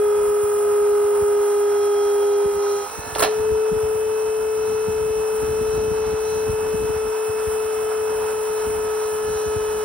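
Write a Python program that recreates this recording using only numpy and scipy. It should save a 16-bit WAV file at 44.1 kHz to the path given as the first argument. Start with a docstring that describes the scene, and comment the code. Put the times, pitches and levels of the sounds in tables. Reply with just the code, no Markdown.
"""Gear pump and lever in a windy field

An electric motor whines through a nine-tooth gear pump on a steel splitter frame: sines at multiples of shaft rate.
The mesh tone sags under load, drops out as the valve centres and returns as the lever clanks over (ringing modes
and noise). Shaped oil and fan noise throbs once a turn; low noise and falling thumps are wind on the microphones."""
import sys
import numpy as np
from scipy import signal
from scipy.fft import rfft, irfft
from scipy.io import wavfile
from scipy.ndimage import uniform_filter1d

SR = 44100
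rng = np.random.default_rng(int(sys.argv[2]) if len(sys.argv) > 2 else 0)


def dump_mix(stems):
    """Bounce the given channels to the path in sys.argv[1] as a 16-bit WAV at rate SR."""
    frames = np.atleast_2d(stems).T  # one column per channel
    limited = np.clip(frames, -1, 1)  # hard clip at full scale
    pcm = np.round(limited * 32767).astype(np.int16)
    wavfile.write(sys.argv[1], SR, pcm)


N = 433944
T = np.arange(N) / SR
BINS = np.maximum(np.arange(N // 2 + 1) * SR / N, 1)  # spectrum bins, Hz

# mesh rates at which the frame's radiation is tabled: f/Hz
RATES_HZ = (407.2, 409, 412, 416, 429, 434, 438)
# stereo tilt of the mesh tone at those rates: left minus right level/dB
MESH_PAN_DB = (-0.5, -.5, -0.5, 1, 3, 4, 10)
# loudness of the mesh tone: t/s, level/dB
MESH_LEVEL = [(0, -16.5), (.5, -19), (.9, -16.5), (2.49, -18), (2.53, -23), (2.59, -20.5), (2.74, -19.5),
              (2.834, -29), (2.882, -48), (2.934, -41.5), (3.13, -38.5), (3.228, -22), (3.246, -30),
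              (3.266, -21.5), (3.3, -20.5), (3.35, -22), (3.5, -18.5), (4.0, -21.5), (5.0, -22),
              (8.8, -23.5), (9.84, -23.5)]
# mesh overtones and strong sidebands of the third, before fades: multiple of the shaft rate, level/dB at RATES_HZ
OVERTONES = {26: (-57, -66, -49.5, -47.5, -64, -58, -58), 28: (-39, -38, -38, -40.5, -67, -59.5, -50),
             18: (-39, -36.5, -40.5, -47, -55, -50, -58), 27: (-54, -44.5, -40, -40.5, -39.5, -47, -55),
             36: (-63, -48.5, -53.5, -48, -46.5, -54, -58), 54: (-55.5, -57, -58.5, -54, -50.5, -46, -49),
             63: (-60, -66, -57.5, -70, -50, -55, -66), 72: (-53, -47.5, -63.5, -56.5, -57, -60.5, -76),
             117: (-54, -49, -67, -67, -59.5, -54, -62)}
# other shaft lines: multiple of the shaft rate, level/dB pressing, level/dB running light
SHAFT_LINES = [(8, -54, -53), (10, -78, -51), (11, -78, -52), (12, -57, -52), (19, -50, -46),
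               (20, -50, -78), (35, -56, -63), (45, -55, -58), (53, -62, -60), (62, -62, -64),
               (107, -70, -63), (116, -66, -60), (118, -67, -63), (124, -63, -70), (126, -62, -61),
               (153, -58, -61), (179, -65, -58), (181, -64, -60), (188, -58, -70)]
# mains hum and its beat with the mesh: multiple of the mesh rate, added mains f/Hz
MAINS = [(0, 100), (0, 700), (1, 100)]
# loudness of those hum lines: level/dB pressing, level/dB running light
MAINS_LEVELS = [(-61, -66), (-48.5, -52), (-42.5, -71)]
# lever and linkage blows: t/s, level/dB, treble against that level/dB, ring centre f/Hz, share of free ring time
BLOWS = [(3.151, -19.5, -8.5, 3400, 0.15), (3.159, -22.5, -19, 890, .6), (3.184, -23.5, 3, 1190, 0.43),
         (3.195, -15.5, -2.5, 4640, 0.13), (3.204, -16.5, -4, 1050, 0.72), (3.223, -10, -8.5, 1490, 0.66),
         (3.2266, -15.5, -11, 4170, 0.73), (3.225, -18.5, -12.5, 1350, 0.86),
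         (3.235, -16, -17.5, 4130, 0.75), (3.248, -24.5, -14, 2680, 0.67), (3.258, -29.5, -19, 1710, 1),
         (3.274, -30, -27, 1300, 1)]
# modes of the steel frame: f/Hz, relative level/dB, free t60/s
FRAME_MODES = [(590, -5, .12), (790, -4, .1), (1050, -2, .1), (1340, 0, .2), (1655, -1, .18),
               (1780, -13, .4), (2250, -2, .1), (2650, -4, .13), (2860, -5, .12), (3270, -5, .12),
               (4030, -8, .2), (4160, -1, .3), (4620, -6, .06), (5600, -10, .12)]
# colour of the scrape: f/Hz, level/dB per Hz
SCRAPE_COLOUR = [(250, -6.5), (650, 8), (1400, -5.5), (2600, -7.5), (4500, -12.5), (6500, -8.5)]
# oil and fan hiss: t/s, body level/dB, valve level/dB, treble level/dB
HISS_LEVELS = [(0, -37.5, -56, -36.5), (2.6, -37, -44, -39.5), (3.1, -37, -48, -39.5),
               (4.4, -38, -51.5, -41), (6.0, -37, -45.5, -39.5), (7.6, -35.5, -53, -37.5),
               (9.84, -36, -42.5, -38.5)]
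# colour of the hiss body: f/Hz, level/dB per Hz
BODY_COLOUR = [(150, -23), (330, -10), (560, -5), (950, 0), (1150, -6), (1400, -3), (1800, -13),
               (2300, -17), (3000, -18), (3700, -24), (4700, -23), (5700, -16), (6400, -30)]
# colour of the valve hiss: f/Hz, level/dB per Hz
VALVE_COLOUR = [(3300, -19), (4100, -2.5), (4800, -15), (5600, -3.5), (6300, 4.5), (6700, -27.5)]
# colour of the treble hiss and rattle: f/Hz, level/dB per Hz
TREBLE_COLOUR = [(4000, -30), (6350, -17), (6800, -6), (7400, -2), (7750, -8), (8600, 0), (9300, -4),
                 (10400, -6), (11500, -11), (12600, -6), (14000, -3), (15000, -15), (15600, -5),
                 (16000, -5)]
# strength of the wind: t/s, level/dB
WIND_LEVEL = [(0, -48.5), (2.8, -56), (3.2, -42.5), (4.5, -49.5), (4.95, -39), (5.3, -45), (5.45, -38),
              (6.9, -42), (7.1, -47.5), (7.7, -49), (8.6, -46), (9.84, -44.5)]
# the loudest buffets: t/s, thump peak level/dB, flap peak level/dB
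BUFFETS = [(.44, -31.5, -43.5), (1.229, -29.5, -35), (2.463, -30, -37), (2.994, -27.5, -34),
           (3.08, -32.5, -35), (3.135, -32, -43), (3.411, -27, -48), (3.526, -24, -37), (3.73, -36, -29.5),
           (3.77, -23, -30), (3.84, -27, -53), (3.96, -33, -38), (4.89, -29, -33.5), (5.005, -33, -37.5),
           (5.108, -29, -39), (5.439, -23.5, -31), (5.515, -27.5, -43), (5.62, -32, -30),
           (5.692, -25.5, -44), (5.74, -25.5, -51), (5.884, -28, -37), (5.92, -22, -39), (6.07, -29, -42),
           (6.145, -31, -33), (6.375, -30, -28.5), (6.499, -22, -42), (6.54, -28, -45), (6.752, -25.5, -31),
           (6.85, -29, -31), (6.907, -27, -28), (6.97, -29, -42), (7.3, -28.5, -39), (7.482, -24, -41),
           (8.68, -32, -44), (9.36, -32, -41), (9.477, -30, -31), (9.57, -21, -37.5)]
# colour of the wind stream: f/Hz, level/dB per Hz
GUST_COLOUR = [(20, -30.5), (45, -1.5), (70, 0), (130, -8), (250, -8), (500, -15), (1000, -72)]
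# colour of the flaps: f/Hz, level/dB per Hz
FLAP_COLOUR = [(90, -14.5), (170, 5.5), (300, 0), (500, -14.5), (900, -31.5)]
# stereo image by pitch, some treble bands in opposite phase:
# f/Hz, left lead/rad, left minus right level/dB, likeness of the noise (0-1)
STEREO_IMAGE = [(40, 0, .4, .95), (150, 0, -4, .5), (350, -.6, -3, .7), (750, -1.4, -7, .7),
                (1300, .2, -6.5, .75), (2400, .1, -2.5, .6), (3900, .1, 0, .75), (4500, 2.4, 0, .4),
                (5400, 1.2, -1, .4), (6300, np.pi, 0, 1), (8000, np.pi, 0, 1), (8900, 1.5 * np.pi, 0, .7),
                (9800, 2 * np.pi, 0, 1), (11400, 2 * np.pi, 0, 1), (12100, 2.5 * np.pi, 0, .6),
                (12800, 3 * np.pi, 0, 1), (14900, 3 * np.pi, 0, 1), (15300, 3.7 * np.pi, 0, .6),
                (15800, 4 * np.pi, 0, .7)]

TEETH = 9
# the valve centres, the lever clanks over, the ram starts to drag on its way back
CENTRE_S, LEVER_S, DRAG_S = 2.87, 3.24, 7.6
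FREE_HZ, PRESSING_HZ = 429, 416  # mesh rates taken as no load and full load
PRESS_START_HZ, PRESS_SAG_HZ_PER_S = 415.8, 3.5  # mesh rate while the ram presses down
LIGHT_HZ, DRAG_SAG_HZ_PER_S = 433.86, 2.4  # mesh rate while the ram returns
SPIN_UP_S, OVERSHOOT_HZ, SETTLE_S = .02, 6, .1  # the freed motor overshoots and settles
LEVER_DIP_HZ, LEVER_FALL_S, LEVER_RECOVER_S = 9, 0.03037, .09  # the pressure kick slows the motor briefly

BUILD_DB, BUILD_S = 2.5, 0.98  # overtones are weaker with the valve centred and build up after the lever
GAP_DB, CENTRE_GAP_S, LEVER_GAP_S = 4, 0.022, 0.073  # high overtones dip while the valve moves
IDLE_FOURTH_DB = 12  # the fourth overtone sings out while the valve is centred
GRAIN_DB, TURN_THROB_DB = 1.2, .6  # overtone roughness and once-a-turn pulse, at shaft multiple 54
FLUTTER_DB = .9  # slow waver of each overtone
OVERTONE_LEAD_RAD = 0.32  # added at the left, taken off at the right
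LINE_SPREAD_RAD = 0.53  # each line leaves from its own part of the frame, so it leads on one side
SPREAD_TOP = 125  # only shaft multiples below this are spread between left and right

RING_DB, RING_SPAN_OCT = -9.5, 1  # a blow rings the modes within about this span of its centre
TICK_DB, TICK_CYCLES = -2, 2.5  # the sharp tick at first contact
SCRAPE_TAIL_DB, SCRAPE_TAIL_S = -15, 0.049  # the scrape's slower fade after each blow

SMALL_BUFFETS = 28
SMALL_THUMP_DB, SMALL_FLAP_DB, SMALL_SPREAD_DB = 7, -3, 3  # offsets from the wind level, and their scatter
THUMP_FALL_S = .025  # a thump drops in pitch as the eddy lets go
TOP_HZ = 15720


def mesh_rate():
    """The motor sags while pressing, spins up as the valve centres, dips at the lever and later drags."""
    free = np.maximum(T - CENTRE_S, 0)
    pressing = PRESS_START_HZ - PRESS_SAG_HZ_PER_S * T
    overshoot = OVERSHOOT_HZ * np.exp(-free / SETTLE_S)
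    light = LIGHT_HZ + overshoot - DRAG_SAG_HZ_PER_S * np.maximum(T - DRAG_S, 0)
    late = T - LEVER_S
    dip = LEVER_DIP_HZ * np.exp(-np.abs(late) / np.where(late < 0, LEVER_FALL_S, LEVER_RECOVER_S))
    return pressing + (light - pressing) * (1 - np.exp(-free / SPIN_UP_S)) - dip


def mesh(turns, db, pan_db, lead_rad):
    """The tooth-rate tone, which the frame radiates almost pure: one sine, panned by level and phase."""
    size = np.sqrt(2) * undb(db + 0.39 * walk(8.3))
    side = np.array([[.5], [-.5]])
    return size * undb(side * pan_db) * np.sin(2 * np.pi * turns + side * lead_rad)


def whine(turns, hz, load):
    """Mesh overtones, other shaft lines and mains hum: wavering sines."""
    return overtones(turns, hz) + shaft_lines(turns, load) + mains_hum(turns, load)


def overtones(turns, hz):
    """Overtones of the mesh follow the frame's resonances and fade, dip or sing out as the valve moves."""
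    start = rng.random(2 * TEETH)  # an overtone and its sidebands keep step
    build_db = BUILD_DB * (T > CENTRE_S) * np.exp(-np.maximum(T - LEVER_S, 0) / BUILD_S)
    idle = uniform_filter1d(1. * (T > CENTRE_S + .1) * (T < LEVER_S), SR // 10)
    centre_gap = np.exp(-((T - CENTRE_S) / CENTRE_GAP_S) ** 2)
    lever_gap = np.exp(-((T - LEVER_S + LEVER_GAP_S) / LEVER_GAP_S) ** 2)  # just ahead of the lever
    gap_db = GAP_DB * (centre_gap + lever_gap)
    throb_db = TURN_THROB_DB * np.cos(2 * np.pi * turns / TEETH)
    out = np.zeros((2, N))
    for k, levels in OVERTONES.items():
        db = np.interp(hz, RATES_HZ, levels) - build_db
        db += k / 54 * (GRAIN_DB * walk(70) + throb_db)  # higher lines are rougher
        db -= gap_db * (k > 4 * TEETH)
        db += IDLE_FOURTH_DB * idle * (k == 4 * TEETH)
        phase = k * turns / TEETH + start[round(k / TEETH)]
        out += tone(phase, db, FLUTTER_DB, 0.25, OVERTONE_LEAD_RAD)
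    return out


def shaft_lines(turns, load):
    """Other multiples of the shaft rate shift in level with load; higher ones waver more."""
    out = np.zeros((2, N))
    for k, press, light in SHAFT_LINES:
        db = light + load * (press - light)
        lead = LINE_SPREAD_RAD * rng.choice([-1, 1]) * (k < SPREAD_TOP)
        out += tone(k * turns / TEETH + rng.random(), db, .6 + k / 90, k / 220, lead)
    return out


def mains_hum(turns, load):
    """Mains hum and its beat with the mesh, as sines whose level depends on load."""
    out = np.zeros((2, N))
    for (k, mains_hz), (press, light) in zip(MAINS, MAINS_LEVELS):
        out += tone(k * turns + mains_hz * T, light + load * (press - light), 3.3, 0.35)
    return out


def tone(turns, db, waver_db, waver_rad, lead_rad=0.):
    """A stereo sine, around the given rms level, whose size and phase waver."""
    size = np.sqrt(2) * undb(db + waver_db * walk(5))
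    lead = lead_rad * np.array([[1], [-1]])
    return size * np.sin(2 * np.pi * turns + waver_rad * walk(7) + lead)


def clank():
    """Each blow ticks, rings the modes near its centre pitch, scrapes briefly and throws a bright rattle."""
    force, ring, bright = np.zeros((3, N))
    t = T[:SR // 2]
    hz, mode_db, t60 = np.transpose(FRAME_MODES)[:, :, None]
    flips = rng.integers(2, size=(len(BLOWS), len(FRAME_MODES), 1))  # random polarity of each mode
    for (s, db, treble_db, centre_hz, free), flip in zip(BLOWS, flips):
        tail = undb(SCRAPE_TAIL_DB) * swell(s, 0.0026, SCRAPE_TAIL_S)
        force += undb(db) * (swell(s, 0.0017, 0.011) + tail)
        bright += undb(db + treble_db) * swell(s, 0.0016, 0.013)
        nearness = np.exp(-(np.log2(hz / centre_hz) / RING_SPAN_OCT) ** 2)
        size = undb(db + RING_DB + mode_db) * nearness
        decay = np.exp(-np.log(1000) * t / (free * t60))
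        modes = size * decay * np.sin(np.pi * (2 * hz * t + flip))
        tick = undb(db + TICK_DB) * np.exp(-centre_hz * t / TICK_CYCLES) * np.cos(2 * np.pi * centre_hz * t)
        ring[int(s * SR):][:len(t)] += modes.sum(axis=0) * np.minimum(t / 0.0004, 1) + tick
    out = []
    for channel in range(2):
        grit = force * undb(3.5 * walk(2200))
        scrape = undb(-9.0) * grit * noise(SCRAPE_COLOUR)
        rattle = undb(-2.5) * bright * noise(TREBLE_COLOUR)
        out.append(ring + scrape + rattle)
    return out


def hiss(turns):
    """Oil flow and fan air as two unrelated throbbing noises, then the clatter shared by both channels."""
    body_db, valve_db, treble_db = curves(HISS_LEVELS)
    throb = np.cos(2 * np.pi * turns / TEETH)
    body = undb(body_db + 0.56 * throb) * undb(0.94 * walk(30))
    valve = undb(valve_db + 2.9 * walk(8))
    treble = undb(treble_db + 0.5 * throb) * undb(0.89 * walk(60) + 0.92 * walk(6.2))
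    out = []
    for channel in range(2):
        out.append(body * noise(BODY_COLOUR) + valve * noise(VALVE_COLOUR) + treble * noise(TREBLE_COLOUR))
    marks = clatter(turns)
    low = undb(-9) * body * colour(marks, BODY_COLOUR)
    high = undb(-7) * treble * colour(marks, TREBLE_COLOUR)
    return np.array(out + [low + high])


def clatter(turns):
    """Tooth and bearing marks come round every shaft turn: looped noise rows, slowly crossfaded."""
    marks = rng.standard_normal((4, 1024))
    place = (turns / TEETH + 1e-4 * walk(12)) % 1 * 1024
    share = np.array([walk(2) for row in marks])
    share /= np.sqrt(np.sum(share ** 2, axis=0))
    return sum(w * np.interp(place, np.arange(1024), row, period=1024) for w, row in zip(share, marks))


def wind():
    """A flickering stream of low eddies, and single buffets: a falling thump with a short flap on top."""
    level_db = curves(WIND_LEVEL)[0]
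    stream = undb(level_db + 4.2 * walk(25))
    rows = BUFFETS + small_buffets(level_db)
    thumps, flaps = np.zeros((2, N)), np.zeros(N)
    t = (np.arange(4000) - 2000) / SR
    for (s, db, flap_db), (pitch, *phase) in zip(rows, rng.random((len(rows), 3))):
        at = slice(int(s * SR) - 2000, int(s * SR) + 2000)
        # the pitch falls towards 18 Hz; each of the two thump signals has its own phase
        cycles = (55. + 35. * pitch) * THUMP_FALL_S * (1 - np.exp(-t / THUMP_FALL_S)) + 18 * t
        envelope = undb(db) * np.exp(-(cycles / .85) ** 2)
        thumps[:, at] += envelope * np.sin(2 * np.pi * (cycles + np.c_[phase]))
        flaps[at] += undb(flap_db) * np.exp(-((t + 0.0067) / 0.0092) ** 2)
    return np.array([stream * noise(GUST_COLOUR) + flaps * noise(FLAP_COLOUR) + thump for thump in thumps])


def small_buffets(level_db):
    """Minor buffets at random times, more often and louder in stronger wind."""
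    place, size = rng.random((SMALL_BUFFETS, 2)).T
    busy = np.cumsum(undb(level_db))
    place = np.clip(np.interp(place, busy / busy[-1], T), .1, T[-1] - .1)
    db = np.interp(place, T, level_db) + SMALL_SPREAD_DB * (2 * size - 1)
    return list(zip(place, db + SMALL_THUMP_DB, db + SMALL_FLAP_DB))


def stereo_image(same, other, lines):
    """Sets left lead, tilt and likeness by pitch; the right channel gets an unrelated share of the noise."""
    image_hz, *columns = np.transpose(STEREO_IMAGE)
    lead, pan_db, alike = (np.interp(BINS, image_hz, c) for c in columns)
    alike = np.clip(alike, 0, 1)
    left = rfft(same + lines[0]) * undb(pan_db / 2) * np.exp(1j * lead)
    right_noise = alike * rfft(same) + np.sqrt(1 - alike ** 2) * rfft(other)
    right = (right_noise + rfft(lines[1])) * undb(-pan_db / 2)
    return irfft(np.array([left, right]), N)


def undb(db):
    """Gain of a level in dB."""
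    return 10 ** (np.asarray(db) / 20)


def curves(table):
    """The columns of a table joined by straight lines in time."""
    s, *columns = np.transpose(table)
    return [np.interp(T, s, c) for c in columns]


def walk(rate):
    """Random levels held 1 / rate s and smoothed twice; spread near 1."""
    k = int(SR / rate)
    steps = np.repeat(rng.standard_normal(N // k + 1), k)
    return 1.3 * uniform_filter1d(uniform_filter1d(steps, k), k)[:N]


def swell(s, rise_s, fall_s):
    """A quick rise, starting rise_s ahead of s, and an exponential fall."""
    age = np.maximum(T - s + rise_s, 0)
    return (1 - np.exp(-age / rise_s)) * np.exp(-age / fall_s)


def colour(x, table):
    """Filters a sound by the spectrum of a table, at rms 1."""
    hz, db = np.transpose(table)
    gain = undb(np.interp(np.log(BINS), np.log(hz), db, -90, -90))
    x = irfft(rfft(x) * gain, N)
    return x / np.std(x)


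def noise(table):
    """Noise of rms 1 with a given spectrum."""
    return colour(rng.standard_normal(N), table)


def scene():
    """The machine and the wind, set in the stereo image; the mesh tone carries its own panning."""
    hz = mesh_rate()
    turns = np.cumsum(hz) / SR  # cycles of the mesh; a shaft turn is TEETH of them
    # the motor slips more the harder the pump presses
    load = np.clip((FREE_HZ - hz) / (FREE_HZ - PRESSING_HZ), 0, 1)
    tooth = mesh(turns, curves(MESH_LEVEL)[0], np.interp(hz, RATES_HZ, MESH_PAN_DB), -0.67)
    lines = whine(turns, hz, load)
    blow, other_blow = clank()
    air, other_air, repeat = hiss(turns)
    gust, other_gust = wind()
    same = air + blow + gust
    other = other_air + other_blow + other_gust
    return tooth + stereo_image(same, other, repeat + lines)


def record(dry):
    """The microphone chain rounds the loudest peaks and cuts the top with a steep low-pass."""
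    rounded = .8 * np.tanh(dry / .8)
    low_pass = signal.ellip(12, .2, 80, TOP_HZ, fs=SR, output="sos")
    return signal.sosfilt(low_pass, rounded)


dry = scene()
out = record(dry)
dump_mix(out)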